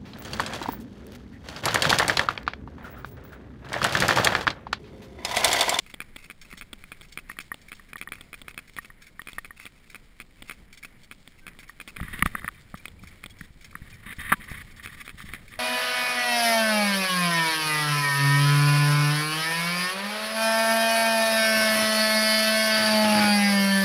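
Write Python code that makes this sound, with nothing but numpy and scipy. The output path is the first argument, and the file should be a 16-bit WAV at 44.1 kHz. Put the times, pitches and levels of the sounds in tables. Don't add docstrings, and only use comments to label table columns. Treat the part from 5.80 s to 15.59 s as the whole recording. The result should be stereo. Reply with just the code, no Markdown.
import sys
import numpy as np
from scipy import signal
from scipy.fft import rfft, irfft, next_fast_len
from scipy.io import wavfile
from scipy.ndimage import uniform_filter1d

SR = 44100
rng = np.random.default_rng(int(sys.argv[2]) if len(sys.argv) > 2 else 0)


def put_to_file(sound):
    columns = np.atleast_2d(sound).T
    safe = np.clip(columns, -1, 1)
    whole_steps = np.round(safe * 32767)
    wavfile.write(sys.argv[1], SR, whole_steps.astype(np.int16))


def nominal_scale(level):
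    x = np.asarray(level, float) / 20
    return 10 ** x


N = 431738

STIR_S = 6.15
SCATTER_DB, DETUNE = 1.5, 0.012

# start_s, level_db
SHAKING = [(0.0, -54.5), (3.6, -55.5), (4.42, -56.5), (6.08, -55.5), (6.38, -45.5), (6.81, -54),
           (7.71, -54), (8.64, -51.5), (8.81, -53), (9.32, -53.5), (9.79, -53)]
# start_s, level_db
WEIGHT_SHIFTS = [(6.15, -51), (6.5, -52), (6.75, -55.5), (7.15, -52), (7.5, -59), (7.9, -56), (8.3, -58),
                 (8.85, -59), (9.1, -55.5), (9.5, -53), (9.79, -59.5)]
# pitch_hz, level_db (per Hz)
RUMBLE_COLOUR = [(8, 0), (20, 4), (45, -7), (100, -12.5), (200, -11.5), (280, -18.5), (900, -30.5),
                 (1500, -32.5)]
# pitch_hz, level_db (per Hz)
GRAVEL_COLOUR = [(500, -30), (1000, -9), (1600, -1.5), (2300, 4), (2520, -4.5), (2700, -6), (3100, -3.5),
                 (6000, -9.5)]
# pitch_hz, level_db (per Hz)
SIDE_NOISE_COLOUR = [(12, -5), (25, 16), (70, 11), (200, -4), (900, -15), (2240, -13), (4600, -15),
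                     (6000, -27), (9700, -18), (12100, -32), (14300, -17), (16000, -35)]

# start_s, peak_db, length_s, dull_over_bright_db
CRUNCHES = [(0.439, -49.5, 0.02, 4), (0.614, -40.5, 0.018, -0.5), (0.771, -39, 0.025, -3),
            (1.227, -49, 0.02, 3.5), (1.285, -50, 0.014, -7), (1.321, -41.5, 0.018, -5),
            (1.6035, -39.5, 0.018, -8), (1.815, -46.5, 0.013, -0.5), (1.883, -47, 0.011, 6),
            (1.948, -49.5, 0.022, -9), (2.086, -52, 0.017, 5.5), (2.18, -47.5, 0.021, 3),
            (2.875, -53, 0.026, 3), (2.935, -52, 0.017, -1), (3.219, -45, 0.021, 3),
            (3.265, -48.5, 0.02, 4), (4.099, -49, 0.023, 5.5), (4.678, -48, 0.02, -2),
            (4.926, -44.5, 0.021, 1.5), (4.973, -43, 0.017, -1), (5.028, -49, 0.021, 10),
            (5.232, -45.5, 0.018, -3), (5.792, -45, 0.021, 4), (5.879, -48, 0.028, -3),
            (6.973, -43, 0.013, 0), (7.2275, -47.5, 0.016, 2), (7.2715, -43, 0.018, 1),
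            (7.498, -47, 0.016, -3), (7.586, -47, 0.027, -1), (7.81, -45.5, 0.017, 0),
            (7.844, -41, 0.017, 2), (7.907, -53.5, 0.02, 5), (8.099, -47, 0.019, -8), (8.139, -50, 0.02, 0),
            (8.365, -47, 0.016, -1), (8.405, -46, 0.018, -1), (8.64, -51, 0.025, -3),
            (8.695, -44.5, 0.037, 5), (8.9101, -49, 0.017, 3), (8.962, -47.5, 0.018, -1),
            (9.036, -40, 0.018, -6), (9.202, -43, 0.017, 7), (9.26, -46, 0.017, 1),
            (9.6794, -47.5, 0.016, 6)]
# pitch_hz, width_hz, level_db
CRUNCH_BODY = [(1700, 290, -4), (2236, 470, 1.5)]
# pitch_hz, width_hz, level_db
GRIT_BODY = [(3300, 1760, 0.55), (4404, 240, 3.3), (5320, 550, 2.9)]

# start_s, length_s, pitch_hz, level_db
SQUEAKS = [
    (5.614, 0.095, 1560, -62.5),
    (7.501, 0.023, 3320, -56),
    (8.125, 0.013, 2400, -50),
    (6.744, .008, 2400, -56),
    (6.993, 0.014, 2350, -54),
    (7.191, 0.0088, 2370, -54),
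    (8.32, 0.015, 2400, -47.5),
    (8.545, .07, 990, -61.5),
]

# start_s, length_s, level_db
SHIVERS = [(.059, 0.03, -49), (.093, 0.026, -47.5), (.357, 0.012, -42), (.378, 0.069, -52),
           (.439, 0.03, -47), (.645, 0.028, -51.5), (.696, 0.072, -50.5), (.929, 0.0086, -41),
           (1.242, 0.018, -50), (.948, .016, -56), (4.055, 0.025, -57), (5.826, 0.023, -47.5),
           (1.492, 0.056, -49.5), (2.34, 0.13, -55.5), (2.677, 0.047, -46.5), (2.975, 0.02, -43),
           (3.018, 0.024, -50), (3.048, 0.011, -42), (3.5, 0.062, -53), (3.581, .014, -40),
           (3.762, 0.018, -49), (3.545, 0.029, -53), (1.486, .01, -47), (.985, .015, -57),
           (3.95, 0.047, -59.5), (3.791, 0.085, -46), (4.58, 0.033, -56), (4.645, 0.035, -55),
           (4.672, 0.088, -50.5), (4.775, 0.012, -60), (5.577, 0.03, -51), (5.795, 0.03, -52),
           (6.075, 0.032, -41)]
# start_s, length_s, level_db
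DRAGS = [(6.16, 0.071, -52), (6.223, 0.085, -44), (6.293, 0.033, -45), (6.325, 0.052, -41),
         (6.37, 0.053, -42), (6.482, 0.09, -54), (6.557, .046, -46), (6.576, .024, -53), (6.606, .016, -52),
         (6.741, 0.088, -55.5), (8.02, 0.67, -57), (8.225, 0.039, -50.5), (8.258, 0.087, -41),
         (8.383, 0.19, -38), (8.489, 0.044, -36.5), (8.519, 0.015, -25.5), (8.595, 0.068, -47),
         (8.672, 0.089, -42.5), (8.74, 0.099, -47.5), (9.4, 0.015, -51), (9.54, 0.018, -50),
         (9.72, 0.031, -54), (8.848, 0.072, -53), (8.93, .9, -62), (9.57, .035, -59), (9.765, .03, -52),
         (8.655, .025, -55)]
# start_s, length_s, level_db
SHUFFLES = [(6.622, 0.076, -51), (6.948, 0.014, -50.5), (6.452, 0.026, -36.5), (8.75, 0.084, -49),
            (7.6, .07, -58), (12, 0.012, -48), (9.59, .1, -75), (13, 0.083, -53), (7.432, 0.0076, -52),
            (8.965, 0.051, -50.5), (9.024, .036, -43), (9.085, .03, -54), (9.11, .05, -47),
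            (9.168, .06, -45), (9.244, .03, -50), (9.283, .042, -53), (9.374, .062, -45),
            (9.444, 0.073, -47.5), (9.513, 0.062, -45), (9.7, 0.071, -50)]
# pitch_hz, width_hz, level_db
JIGGLE_BODY = [(1500, 900, -9), (2150, 600, -1), (2500, 300, -2)]
# pitch_hz, width_hz, level_db
RUB_BODY = [(1202, 150, 18.5), (1560, 410, 9.5), (1890, 560, 23), (2400, 110, -0.5), (3646, 110, 15.5),
            (3090, 320, 12.5)]
# pitch_hz, width_hz, level_db
SLEEVE_GRIT = [(3520, 950, 3), (4400, 460, -0.5), (5320, 460, 0.5)]
# pitch_hz, width_hz, level_db
SHELL_BOOM = [(195, 40, -1.1), (94, 104, -0.91)]

# start_s, peak_db, pitch_hz
THUDS = [(0.734, -36, 175), (.931, -38.5, 224), (5.481, -45, 200), (6.186, -36, 165), (6.2126, -25, 150),
         (6.229, -26, 152), (6.249, -34, 148), (6.285, -37, 178), (6.341, -32, 160), (6.391, -33, 193),
         (6.426, -17, 177), (6.4574, -16.5, 165), (6.548, -31, 208), (6.644, -29, 170), (6.941, -27.5, 170),
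         (7.234, -35.5, 170), (7.459, -40, 210), (7.611, -30.5, 151), (7.953, -36.5, 173),
         (8.018, -34, 119), (8.263, -36, 184), (8.384, -32, 126), (8.52, -18.5, 195), (8.538, -27, 190),
         (8.594, -38, 147), (8.715, -28, 138), (9.344, -37.5, 140.2), (9.441, -32.5, 154),
         (9.543, -38, 191), (8.847, -43, 130), (9.088, -43, 149), (9.169, -44, 149.4), (9.697, -43, 140),
         (6.422, -28, 110), (6.459, -24, 105), (6.211, -33, 106), (7.705, -43, 110), (7.76, -42, 130),
         (8.3, -39, 185), (6.31, -37, 150)]
# start_s, peak_db
BONKS = [(6.2, -38), (7.5, -57), (6.423, -32), (6.459, -27), (6.644, -36.5), (6.941, -37), (7.235, -51),
         (8.716, -42), (8.519, -28), (8.524, -26), (6.55, -36), (1.2165, -44.5), (1.7455, -43),
         (3.583, -40)]
# pitch_hz, level_db, decay_s (to -60 dB)
BONK_MODES = [(626, 4.5, 0.009), (766, -1.5, 0.013)]

# start_s, peak_db, low_over_high_db
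KNOCKS = [(6.2001, -28.5, -2.5), (6.2283, -27.5, -7), (6.2807, -29.5, -10), (6.342, -34, -11),
          (6.3576, -33, -19), (6.55, -12, -6.5), (6.63, -42, 2), (7.927, -49.5, 2.5), (7.969, -53, 0),
          (8.019, -44, -12), (6.6176, -38.5, 1.5), (6.6438, -25.5, -5.5), (6.6775, -16.5, -8),
          (6.6846, -23, -2), (6.941, -35, 4), (7.235, -54.5, 12.5), (7.6093, -31, -41), (7.952, -28, -3),
          (8.61, -34, -21), (8.712, -37, -20), (8.718, -41, -17), (8.9961, -33.5, -14), (9.4015, -33, -3),
          (9.487, -41, -17)]
# pitch_hz, level_db, decay_s
KNOCK_MODES = [(900, -1, 0.0045), (1242, 13.5, 0.0097), (1560, -6, 0.024), (1855, 12, 0.0086),
               (2220, 5, 0.0046), (3100, -23, 0.0092)]
# start_s, peak_db, low_over_high_db
RAPS = [
    (6.4231, -14.5, -9),
    (6.4241, -9, -4),
    (6.4592, -16, 0),
]
# pitch_hz, level_db, decay_s
RAP_MODES = [(1216, 9.5, 0.011), (1930, 10, 0.0077), (2230, 5.5, 0.0076), (3100, -8, 0.0056)]
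# start_s, peak_db, low_over_high_db
SLAPS = [
    (8.5188, -11.5, -2),
    (8.5215, -19, 4),
    (8.5238, -8, 0.5),
    (8.5263, -10, -8),
    (8.5298, -28, 2),
    (8.5343, -21, 0),
    (8.5375, -18.5, -8),
]
# pitch_hz, level_db, decay_s
SLAP_MODES = [(1180, 2.5, 0.022), (1330, 7.5, 0.013), (1560, 6, 0.011), (1686, 5, .01), (1880, -10, .01),
              (3130, -11, 0.0098)]

# start_s, peak_db
TOCKS = [(0.7366, -40.5), (1.497, -26), (1.5674, -42), (1.716, -22), (1.995, -40), (2.156, -27.5),
         (2.273, -29), (2.3823, -46), (2.985, -22.5), (3.101, -37.5), (3.393, -28), (3.5822, -23.5),
         (3.7061, -32), (5.894, -33.5), (5.748, -50.5)]
# pitch_hz, level_db, decay_s
TOCK_MODES = [(200.3, -5, 0.012), (834, -29, 0.0079), (1170, 14.5, 0.018), (1860, 5.5, 0.028),
              (2150, -75, 0.0027), (3040, -19, 0.015)]

# start_s, peak_db
TICKS = [(.445, -42), (1.2108, -37.5), (1.2165, -35.5), (7.0855, -44), (9.49, -37), (.271, -62),
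         (3.588, -37), (4.424, -45), (1.7424, -29.5), (2.1679, -37), (2.288, -34), (2.7437, -38),
         (2.896, -42), (2.9652, -29.5), (3.4175, -30.5), (3.5312, -32.5), (3.8541, -29.5), (5.4756, -34.5),
         (5.7887, -33.5), (6.2096, -33), (6.3923, -25.5), (6.424, -21), (6.46, -24), (6.6862, -32),
         (7.081, -32.5), (9.382, -46), (9.7274, -43)]
# start_s, peak_db
DOUBLE_TICKS = [
    (0.1402, -28),
    (0.3613, -29),
    (0.775, -40),
    (0.9302, -27.5),
    (2.4093, -33),
    (2.6158, -33),
    (4.6216, -31.5),
    (6.0762, -30.5),
    (7.46, -31),
    (9.043, -46),
]
# pitch_hz, level_db, decay_s
TICK_MODES = [(261, -16.5, 0.0096), (610, 0, 0.0023), (1460, -0.5, 0.0036), (2130, 5.5, 0.0031),
              (2744, -6, 0.0065), (3356, -0.5, 0.0054), (4010, -7.5, 0.0031)]

# start_s, peak_db, flight_s
JOLTS = [(0.203, -22, 0.013), (0.4995, -29.5, 0.0091), (0.811, -28.5, .0095), (1.1183, -27.5, .0061),
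         (1.374, -21, 0.013), (1.5875, -21, 0.014), (1.918, -25.5, 0.0099), (2.213, -23.5, 0.011),
         (2.3202, -22, 0.012), (2.53, -26.5, 0.011), (2.7771, -23, .012), (2.9685, -36, 0.0061),
         (3.4717, -26, .0139), (3.6464, -30, 0.0074), (3.8528, -43, 0.011), (4.1456, -28.5, 0.0094),
         (4.4006, -27, 0.0085), (4.6962, -23, 0.014), (5.0345, -39, 0.013), (5.3124, -29, 0.0078),
         (5.6666, -26.5, .0124), (6.0005, -27.5, .0109), (6.0784, -48, 0.0052), (8.3172, -36, 0.009),
         (8.8076, -43, 0.0057), (9.0592, -24, 0.014), (9.278, -28, .0148), (9.5355, -24, 0.011)]
# start_s, peak_db
NUDGES = [(0.0633, -39), (0.0997, -39), (0.6177, -44), (.727, -28), (1.0387, -32.5), (1.5153, -29.5),
          (2.1317, -26), (2.3548, -37), (2.6816, -26.5), (2.7102, -36.5), (3.047, -32.5), (3.799, -34.5),
          (4.93, -45), (5.831, -39.5), (6.1626, -32.5), (6.167, -25), (6.469, -40), (6.6598, -41),
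          (7.055, -24.5), (7.236, -44), (7.439, -28), (7.8496, -45), (8.605, -42), (8.616, -41),
          (8.619, -38), (9.189, -44), (9.2017, -39), (9.3945, -40), (9.738, -34)]
# pitch_hz, level_db, decay_s
CLACK_MODES = [(218, -7, 0.01), (433, -6.5, 0.0054), (1320, 9, 0.0028), (1861, 5.5, 0.0093),
               (2220, 8, 0.0055), (2480, -8, 0.03), (3120, 4, 0.003), (4150, -7, 0.0059),
               (4950, -8, 0.0062)]


def level(x, db):
    return x * nominal_scale(db) / np.sqrt(np.mean(x ** 2))


def noise():
    return rng.standard_normal(N)


def walk(rate):
    k = int(SR / rate)
    held = np.repeat(rng.standard_normal(N // k + 1), k)
    return 1.58 * uniform_filter1d(uniform_filter1d(held, k), k)[:N]


def low_pass(x, order, hz):
    return signal.sosfilt(signal.butter(order, hz, fs=SR, output="sos"), x)


def coloured(spectrum, x):
    hz, db = np.transpose(spectrum)
    size = next_fast_len(N)
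    f = np.maximum(np.fft.rfftfreq(size, 1 / SR), 1)
    gain = nominal_scale(np.interp(np.log(f), np.log(hz), db, left=-60, right=-60))
    return level(irfft(rfft(x, size) * gain, size)[:N], 0)


def grains(per_s, spread_db):
    hit = rng.random(N) < per_s / SR
    size_db = spread_db * np.minimum(rng.exponential(size=N), 4)
    return level(hit * noise() * nominal_scale(size_db), 0)


def through(x, body):
    out = 0
    for hz, width, db in body:
        b, a = signal.iirpeak(hz, hz / width, SR)
        out = out + nominal_scale(db) * signal.lfilter(b, a, signal.lfilter(b, a, x))
    return level(out, 0)


def add(out, x, s):
    i = max(int(s * SR), 0)
    out[i:i + len(x)] += x[:N - i]
    return out


def strike(out, s, gains, hz, t60, push_s):
    t = np.arange(int(0.05 * SR))[:, None] / SR
    decay = np.exp(-np.log(1000) * t / t60)
    ring = (gains * decay * np.sin(2 * np.pi * hz * t)).sum(axis=1)
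    push = np.sin(np.pi / 2 * np.clip(t[:, 0] / push_s, 0, 1)) ** 2
    return add(out, ring * push, s)


def rattle(events, modes, scatter_db, detune, push_s, trim_db, again=()):
    hz, db, t60 = np.transpose(modes)
    low = (hz > 500) & (hz < 1500)
    out = np.zeros(N)
    chance = rng.standard_normal((len(events), 2, len(hz)))
    for (s, peak_db, *tilt_db), (louder, sharper) in zip(events, chance):
        gains = nominal_scale(peak_db + trim_db + db + scatter_db * louder + sum(tilt_db) * low)
        pitches = hz * (1 + detune * sharper)
        for delay, gain in ((0, -1), *again):
            out = strike(out, s + delay, gain * gains, pitches, t60, push_s)
    return out


def road():
    t = np.arange(N) / SR
    shake_db = np.interp(t, *np.transpose(SHAKING))
    rumble = coloured(RUMBLE_COLOUR, noise() * nominal_scale(1.5 * walk(24)))
    stones = coloured(GRAVEL_COLOUR, grains(3000, 3.5) + noise())
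    dull = signal.sosfiltfilt(signal.butter(4, 2650, fs=SR, output="sos"), stones)
    bright = stones - dull
    gravel = dull * nominal_scale(1.8 * walk(45) + 0.8 * walk(12))
    gravel = gravel + bright * nominal_scale(1.3 * walk(40) + 1.3 * walk(12))
    sway = through(noise() * nominal_scale(4.2 * walk(11)), [(85.0, 67, 0)])
    sway = (t > STIR_S) * sway * nominal_scale(np.interp(t, *np.transpose(WEIGHT_SHIFTS)))
    return sway + rumble * nominal_scale(shake_db + 2.5) + gravel * nominal_scale(shake_db - 6.5)


def crunches():
    attack_s, release_s, trim_db = 0.0021, 0.01, -4.5
    dull, grit = np.zeros(N), np.zeros(N)
    for s, db, length, dull_db in CRUNCHES:
        t = np.arange(int((length + 0.03) * SR)) / SR
        crumble = np.exp(-0.7 * t / length - np.maximum(t - length, 0) / release_s)
        shape = np.clip(t / attack_s, 0, 1) * crumble
        grit = add(grit, nominal_scale(db + trim_db) * shape, s - 0.001)
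        dull = add(dull, nominal_scale(db + trim_db + dull_db) * shape, s - 0.001)
    chips = grains(9000, 4.2)
    return grit * through(chips, GRIT_BODY) + dull * through(chips, CRUNCH_BODY)


def squeaks():
    out = np.zeros(N)
    for s, length, hz, db in SQUEAKS:
        t = np.arange(int(length * SR)) / SR
        swell = np.sin(np.pi * t / length) ** 0.5
        out = add(out, nominal_scale(db + 6.0) * swell * np.sin(2 * np.pi * hz * t), s)
    return out


def landings():
    rows = []
    for s, _, flight in JOLTS:
        rows.append((s + flight, -31 + 20 * np.log10(flight / 0.011), flight))
    return rows


def rubbings():
    shiver_grit_db, drag_grit_db, shuffle_grit_db = -7, -39, -8
    quick_s = 0.007
    rows = []
    for s, db, _ in landings():
        if s < STIR_S:
            rows.append((s - 0.002, 0.016, db - 13, shiver_grit_db, quick_s))
    rows += [(*row, shiver_grit_db, quick_s) for row in SHIVERS]
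    rows += [(*row, drag_grit_db, quick_s) for row in DRAGS]
    rows += [(s, length, db, shuffle_grit_db, 0.18 * length) for s, length, db in SHUFFLES]
    return rows


def scuffs():
    dull, grit = np.zeros(N), np.zeros(N)
    for s, length, db, grit_db, attack_s in rubbings():
        t = np.arange(int((length + 0.03) * SR)) / SR
        fade = np.exp(-0.8 * t / length) if s < STIR_S else 1
        release = np.exp(-np.maximum(t - 0.83 * length, 0) / 0.0042)
        shape = fade * np.clip(t / attack_s, 0, 1) * release
        dull = add(dull, nominal_scale(db) * shape, s)
        grit = add(grit, nominal_scale(db + grit_db) * shape, s)
    cloth = np.arange(N) / SR > STIR_S
    fibres = level(noise() * nominal_scale(2.3 * walk(150)), 0)
    slips = np.where(cloth, fibres, grains(6000, 4.9))
    body = np.where(cloth, through(slips, RUB_BODY), through(slips, JIGGLE_BODY))
    sand = np.where(cloth, level(noise() * nominal_scale(2.6 * walk(90)), 0), slips)
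    bright = np.where(cloth, through(sand, SLEEVE_GRIT), through(sand, GRIT_BODY))
    boom = nominal_scale(-11.0) * dull * cloth * through(slips, SHELL_BOOM)
    return dull * body + grit * bright + boom


def thuds():
    out = np.zeros(N)
    for s, db, hz in THUDS:
        sway = 0.23 * (180 / hz) ** 3
        gains = -nominal_scale(db + 8.0) * np.array([1, sway])
        out = strike(out, s - 0.001, gains, hz * np.array([1, 0.48]), np.array([0.03, 0.05]), 0.0042)
    return out


def bonks():
    return rattle(BONKS, BONK_MODES, SCATTER_DB, 4 * DETUNE, 0.00083, 3.2)


def knocks():
    padded = rattle(KNOCKS, KNOCK_MODES, SCATTER_DB, DETUNE, 0.0012, -0.16)
    padded = low_pass(padded, 6, 2500)
    raps = rattle(RAPS, RAP_MODES, SCATTER_DB / 2, DETUNE / 4, 0.00079, 0)
    slaps = rattle(SLAPS, SLAP_MODES, SCATTER_DB / 2, DETUNE / 4, 0.001, -2.0)
    shell = signal.butter(8, 1035, "highpass", fs=SR, output="sos")
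    return signal.sosfilt(shell, padded + raps + slaps)


def tocks():
    events = [(s, db, -12.5) for s, db in TOCKS]
    return rattle(events, TOCK_MODES, SCATTER_DB / 2, DETUNE / 4, 0.0016, -1.1)


def ticks():
    seconds = [(s + 0.0035, db - 2) for s, db in DOUBLE_TICKS]
    return -rattle(TICKS + DOUBLE_TICKS + seconds, TICK_MODES, SCATTER_DB, DETUNE, 0.00061, 10.0)


def mount_contacts():
    rows = [(s, db) for s, db, _ in JOLTS] + NUDGES
    for s, db, flight in landings():
        rows.append((s, db))
        if flight > 0.0137:
            s, db = s + flight / 2, db - 6
            rows.append((s, db))
        rows.append((s + 0.0042, db - 5))
    return rows


def mount():
    rebound = (0.00108, 1.25)
    return rattle(mount_contacts(), CLACK_MODES, SCATTER_DB, 2 * DETUNE, 0.00028, -7.5, again=[rebound])


def scene():
    mono = road() + crunches() + squeaks() + scuffs() + thuds() + bonks()
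    mono = mono + knocks() + tocks() + ticks() + mount()
    return np.array([mono, mono])


def hold_in_steps(x):
    held_rate, steps = 12000, 4
    x = low_pass(x, 16, 5880)
    low = signal.resample_poly(x, held_rate // 300, SR // 300, axis=1)
    held = np.repeat(low, steps, axis=1)
    out = signal.resample_poly(held, SR // 300, held_rate * steps // 300, axis=1)[:, :N]
    return np.pad(out, ((0, 0), (0, N - out.shape[1])))


def side_noise():
    side = coloured(SIDE_NOISE_COLOUR, noise() * nominal_scale(7.1 * walk(20))) * nominal_scale(-64.5)
    return side * np.array([[1], [-1]])


def thin_treble(x):
    top_hz = 15400
    band = signal.butter(6, (11300, 12900), "bandpass", fs=SR, output="sos")
    x = x - signal.sosfiltfilt(band, x) * np.clip(1.5 * walk(60) - 0.5, 0, 1)
    x = signal.sosfilt(signal.ellip(5, 0.3, 31, top_hz, fs=SR, output="sos"), x)
    return low_pass(x, 20, 1.07 * top_hz)


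def top_cut(x):
    return signal.sosfilt(signal.butter(12, 16640, fs=SR, output="sos"), x)


def record(dry):
    ceiling = 0.95
    dry = ceiling * np.tanh(dry / ceiling)
    out = hold_in_steps(dry) + side_noise()
    out = thin_treble(out)
    return top_cut(out)


dry = scene()
out = record(dry)
put_to_file(out)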